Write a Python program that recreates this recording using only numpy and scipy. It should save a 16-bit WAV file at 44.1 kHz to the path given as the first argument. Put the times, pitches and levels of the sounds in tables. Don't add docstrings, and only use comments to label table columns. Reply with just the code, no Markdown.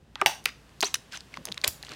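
import sys
import numpy as np
from scipy import signal
from scipy.fft import rfft, irfft, next_fast_len
from scipy.io import wavfile
from scipy.ndimage import map_coordinates

SR = 44100
rng = np.random.default_rng(int(sys.argv[2]) if len(sys.argv) > 2 else 0)


def inscribe(sig):
    pcm = np.round(np.clip(np.atleast_2d(sig).T, -1, 1) * 32767)
    wavfile.write(sys.argv[1], SR, pcm.astype(np.int16))


N = 85995

# (time [s], cavity pitch at onset [Hz], ring level [dB], ring t60 [s],
#                        snap level [dB], snap centre [Hz], room feed [dB])
AIR_POCKETS = [ (0.1559, 3550, -21.5, 0.004, -32.5, 2900, -15),
               (0.1576, 910, -30.5, 0.019, -29.5, 1530, -6), (0.2145, 2490, -14, .016, -19, 5300, -17.5),
               (0.2162, 1260, -9.5, 0.0232, -17, 1510, -11), (0.221, 840, -9.5, 0.0088, -19.5, 1180, -10.5),
               (.2610, 2370, -1, 0.0085, -5.5, 4970, -0.5), (.2613, 920, -8, 0.016, -5, 1400, 0),
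               (.2622, 3250, -7, .007, -14, 5500, -1), (0.4411, 5030, -36, 0.0012, -32, 8000, -1),
               (0.4562, 4200, -4, 0.0022, -7, 7150, -18.5), (0.4587, 2700, -8, .005, -14, 2600, -8),
               (0.46, 1520, -15.5, 0.0052, -39, 1460, -6.5), (.6930, 2200, -46, 0.0043, -47, 5000, -14),
               (0.8068, 4460, -12.5, 0.0047, -15.5, 7500, -6),
               (0.8132, 6400, -10.5, 0.0029, -30, 8000, -20),
               (0.8265, 3520, -16.5, 0.0031, -14.5, 1580, -3), (0.829, 1020, -7, 0.0051, -7.5, 2520, -9.5),
               (0.8333, 750, -16.5, 0.014, -14.5, 1440, -31), (.8457, 8000, -20, 0.0022, -23, 6060, 1.5),
               (0.9421, 3550, -8, 0.0033, -10.5, 7550, -16.5),
               (0.9429, 1400, -16, 0.0076, -10.5, 2520, -18), (0.9453, 6070, -11.5, 0.0082, -26, 4470, -20),
               (1.1234, 3490, -31, 0.0059, -30.5, 4000, 6), (1.1562, 6500, -31, .004, -45, 4500, -10),
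               (1.1624, 3710, -32, 0.0083, -56, 3060, -4), (1.1732, 6230, -30, 0.015, -25.5, 3340, -30),
               (1.2067, 4500, -32.5, 0.0046, -33, 3950, -12), (1.3408, 2250, -26, 0.011, -32.5, 3800, -23),
               (1.372, 1100, -25, 0.014, -25, 2600, -18.5), (1.4543, 1000, -31, .006, -27, 3500, -10),
               (1.4542, 9500, -22, 0.0028, -16.5, 6400, -12), (1.4716, 2624, -21.5, 0.0017, -40, 3520, -23),
               (1.4831, 1900, -28.5, 0.00383, -50, 2500, -28), (1.4875, 3200, -24, 0.0039, -40, 4000, -18),
               (1.5186, 3640, -21, 0.0039, -47, 3970, -10), (1.5225, 4040, -14, 0.0037, -40.5, 4470, -21),
               (1.5439, 2500, -30, 0.0034, -32, 5000, -17), (1.575, 2070, -31.5, 0.011, -32.5, 1520, -1),
               (1.5779, 3830, -19.5, 0.0046, -23.5, 2780, -28), (1.6155, 4450, -23, 0.0035, -44, 5000, -23),
               (1.6386, 2300, -18, .018, -21.5, 3800, -2.5), (1.6420, 2250, -15.5, 0.0093, -7, 2867, -14.5),
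               (1.6438, 625, -26, 0.0224, -16.5, 3700, -5.5), (1.6458, 3740, -0.5, .0017, -17, 4300, -13),
               (1.6781, 11800, -8, 0.0016, -2, 9400, -7.5),
               (1.8280, 4350, -22.5, 0.0042, -29.5, 5300, -9.5), (1.8345, 850, -40, 0.019, -34, 2030, -6),
               (1.8493, 4300, -30, .004, -36, 5000, -4), (1.8677, 3140, -32, .007, -36, 5000, -12),
               (1.8842, 1300, -38, 0.011, -39, 2030, -8), (1.8927, 4700, -28.5, 0.0035, -37.5, 3970, -14),
               (1.9185, 1380, -31, 0.011, -29, 4470, -16), (1.9360, 4300, -31.5, 0.0061, -48, 3500, -22)]
SAG_OCT = 0.31
RING_RISE_CYCLES = 0.11
SPATTER_DB, SPATTER_T60_S = 0.5, 0.011
SNAP_WIDTH_OCT, SNAP_WIDTH_OCT_PER_DB, SNAP_SKIRT_DB = 1.1, .015, -40
POP_LOW_CUT_HZ = 270

# (time [s], pitch [Hz], level [dB], t60 [s])
LARGE_POCKETS = [(.221, 396, -24, 0.069), (0.462, 461, -36, 0.032), (0.829, 402, -22, 0.063),
                 (0.8314, 990, -22, 0.046), (.8335, 729, -22.5, 0.028), (1.382, 248.5, -38.5, 0.058),
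                 (1.488, 463, -34, .03), (1.496, 221.8, -41.5, .06), (1.641, 552, -29, .035),
                 (1.644, 1080, -27, .025), (1.679, 85, -30, 0.073), (1.914, 250, -42.5, 0.055)]
GULP_ATTACK_S = 0.001

# (time [s], length [s], start pitch [Hz], end pitch [Hz], level [dB])
AIR_GAPS = [(.192, 0.0291, 1610, 1510, -39.5), (0.8361, 0.0045, 3500, 4577, -21.5),
            (0.838, 0.017, 3540, 4870, -26), (0.852, 0.0087, 5410, 6400, -25),
            (0.86, .014, 5980, 6190, -28), (0.876, 0.0062, 6900, 7700, -36.5),
            (0.967, 0.0061, 10300, 9970, -50), (0.949, 0.01, 3040, 2880, -34.5),
            (0.954, 0.0058, 10170, 8900, -35.5), (1.13, 0.02, 1770, 1316, -37)]
SQUEAK_WAVER, SQUEAK_WAVER_HZ = .03, 400

# (time [s], length [s], rms level [dB], centre [Hz])
FINGER_SMEARS = [(.16, 0.1, -53.5, 2470), (.465, 0.037, -42.5, 3120), (0.836, 0.059, -44, 4000),
                 (.948, .014, -38, 4940), (1.11, 0.074, -44.5, 3260), (1.316, 0.068, -54.5, 3160),
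                 (1.375, 0.048, -52, 300), (1.459, 0.058, -50, 800), (1.485, .04, -50, 260),
                 (1.534, .1, -64.5, 3000), (1.646, 0.046, -43.5, 1290), (1.665, 0.026, -38.5, 3940),
                 (1.828, 0.061, -58, 4000), (1.868, .1, -49, 3300), (1.875, .075, -53, 400)]
GRAINS_PER_S, GRAIN_CYCLES = 2600, 9.2
GRAIN_SPREAD_OCT, GRAIN_SCATTER_DB = 0.77, 2.8

# (frequency [Hz], t60 [s])
ROOM_DECAY = [(200, 0.23), (1000, 0.29), (4000, 0.29), (8000, 0.31), (15000, 0.24)]
# (frequency [Hz], level [dB])
ROOM_TONE = [(150, 6), (500, 0), (1000, 1), (2300, -6), (3300, -1.5), (4300, -2), (6300, 1), (8000, -3),
             (11000, -2.5), (15000, -2)]
ROOM_DELAY_S = .005
WALL_DB, WALL_T60_S = 0.5, 0.029
RING_ROOM_DB = -6
SOFT_ROOM_DB = -12

# (frequency [Hz], level [dB per Hz])
AIR_SPECTRUM = [(15, -47), (25, -9), (149, -0.5), (195, -5), (734, -19), (1070, -21.5), (1260, -22.5),
                (1740, -22.5), (2160, -25.5), (2350, -29), (2550, -24), (8360, -35.5), (16000, -46)]
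# (frequency [Hz], level [dB])
HUM_TONES = [(58, -59.5), (143, -69)]
# (time [s], level [dB])
HISS_LEVEL = [(0, -4), (.12, -1), (.3, 4.5), (1.95, 11)]
AIR_DB, HISS_SPLIT_HZ = -57.5, 650
HUM_WAVER_DB, HUM_WAVER_HZ = 3, 9

MIC_LOW_CUT_HZ, TOP_HZ = 41, 16100


def pops():
    direct, feed = np.zeros(N), np.zeros(N)
    for s, hz, ring_db, t60, snap_db, snap_hz, room_db in AIR_POCKETS:
        width_oct = max(.3, SNAP_WIDTH_OCT + SNAP_WIDTH_OCT_PER_DB * snap_db)
        click = amp(snap_db) * snap(snap_hz, width_oct)
        t = np.arange(len(click)) / SR
        sagging_hz = hz * np.exp2(-SAG_OCT * np.minimum(t / t60, 1))
        phase = 2 * np.pi * np.cumsum(sagging_hz) / SR
        rise = 1 - np.exp(-t * hz / RING_RISE_CYCLES)
        ring = np.sin(phase) * fade(t, t60) * rise
        add(direct, s, amp(ring_db) * ring + click)
        add(feed, s, amp(room_db) * (amp(ring_db + RING_ROOM_DB) * ring + click))
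    return signal.lfilter(*signal.butter(2, POP_LOW_CUT_HZ, 'highpass', fs=SR), [direct, feed])


def snap(centre_hz, width_oct, size=1024):
    octaves = np.log2((np.fft.rfftfreq(size, 1 / SR) + 1) / centre_hz)
    band = np.exp(-.5 * (octaves / width_oct) ** 2)
    skirt = amp(SNAP_SKIRT_DB) / (1 + np.exp2(2 * octaves))
    cepstrum = irfft(np.log(band + skirt))
    cepstrum[1:size // 2] *= 2
    cepstrum[size // 2:] = 0
    click = irfft(np.exp(rfft(cepstrum)))
    click = click / abs(click).max()
    flutter = rng.standard_normal(size) * fade(np.arange(size) / SR, SPATTER_T60_S)
    spatter = signal.fftconvolve(click, flutter / np.linalg.norm(flutter))[:size]
    return click + amp(SPATTER_DB) * spatter


def gulps():
    out, t = np.zeros(N), np.arange(SR // 5) / SR
    for s, hz, db, t60 in LARGE_POCKETS:
        attack = 1 - np.exp(-t / GULP_ATTACK_S)
        add(out, s, amp(db) * np.sin(2 * np.pi * hz * t) * fade(t, t60) * attack)
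    return out


def squeaks():
    out = np.zeros(N)
    for s, length, start_hz, end_hz, db in AIR_GAPS:
        progress = np.linspace(0, 1, round(length * SR))
        waver = smooth_random(progress * length * SQUEAK_WAVER_HZ)
        hz = start_hz * (end_hz / start_hz) ** progress * (1 + SQUEAK_WAVER * waver)
        swell = np.sin(np.pi * progress)
        add(out, s, amp(db) * swell * np.sin(2 * np.pi * np.cumsum(hz) / SR))
    return out


def crackle(size=400):
    out, t = np.zeros(N), np.arange(size) / SR
    for s, length, db, centre_hz in FINGER_SMEARS:
        count = min(size, max(2, round(length * GRAINS_PER_S)))
        place = rng.random(size)[:count, None]
        pitch = rng.standard_normal(size)[:count, None]
        strength = rng.exponential(size=size)[:count, None]
        hz = np.minimum(centre_hz * np.exp2(GRAIN_SPREAD_OCT * pitch), TOP_HZ)
        level = amp(GRAIN_SCATTER_DB * np.minimum(strength, 4)) * np.sin(np.pi * place)
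        envelope = fade(t, GRAIN_CYCLES / hz) * np.minimum(t * hz, 1)
        grains = level * np.sin(2 * np.pi * hz * t) * envelope
        at = (place * length * SR).astype(int) + np.arange(size)
        summed = np.bincount(at.ravel(), grains.ravel())
        add(out, s, amp(db) * unit(summed))
    return out


def room(x, count=6):
    hz, t, noise = signal.stft(rng.standard_normal((count, SR // 3)), SR, nperseg=256)
    shape = fade(t, along(ROOM_DECAY, hz)[:, None]) + amp(WALL_DB) * fade(t, WALL_T60_S)
    shape *= amp(along(ROOM_TONE, hz))[:, None] / np.sqrt(np.mean(shape ** 2) * (SR // 3))
    tails = signal.istft(noise * shape, SR, nperseg=256)[1]
    out, step = np.zeros(N), N // count + 1
    for k, tail in enumerate(tails):
        answer = signal.fftconvolve(x[k * step:][:step], tail)
        add(out, k * step / SR + ROOM_DELAY_S, answer)
    return out


def background():
    t = np.arange(N) / SR
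    air = unit(filtered(rng.standard_normal(N), lambda hz: amp(along(AIR_SPECTRUM, hz))))
    rumble = filtered(air, lambda hz: 1 / (1 + (hz / HISS_SPLIT_HZ) ** 2))
    hiss = (air - rumble) * amp(np.interp(t, *np.transpose(HISS_LEVEL)))
    hum = np.zeros(N)
    for hz, db in HUM_TONES:
        level = amp(db + HUM_WAVER_DB * smooth_random(t * HUM_WAVER_HZ))
        phase_waver = .5 * smooth_random(t * HUM_WAVER_HZ)
        hum += level * np.sin(2 * np.pi * hz * t + phase_waver)
    return amp(AIR_DB) * (rumble + hiss) + hum


def amp(db):
    return 10 ** (np.asarray(db) / 20)


def unit(x):
    return x / np.sqrt(np.mean(x ** 2) + 1e-20)


def along(points, hz):
    f, v = np.transpose(points)
    return np.interp(np.log(hz + 1), np.log(f + 1), v)


def fade(t, t60):
    return np.exp(-np.log(1000) * t / t60)


def smooth_random(position):
    return map_coordinates(rng.standard_normal(size=64), [position])


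def add(track, s, x):
    part = track[max(0, round(s * SR)):][:len(x)]
    part += x[:len(part)]


def filtered(x, response):
    m = next_fast_len(len(x) + SR // 4)
    return irfft(rfft(x, m) * response(np.fft.rfftfreq(m, 1 / SR)), m)[:len(x)]


def scene():
    soft = gulps() + squeaks() + crackle()
    direct, feed = pops()
    wet = room(feed + amp(SOFT_ROOM_DB) * soft)
    return (direct + soft + wet + background())[None]


def record(dry):
    x = signal.lfilter(*signal.butter(2, MIC_LOW_CUT_HZ, 'highpass', fs=SR), dry[0])
    return filtered(x, lambda hz: 1 / (1 + (hz / TOP_HZ) ** 100))[None]


dry = scene()
out = record(dry)
inscribe(out)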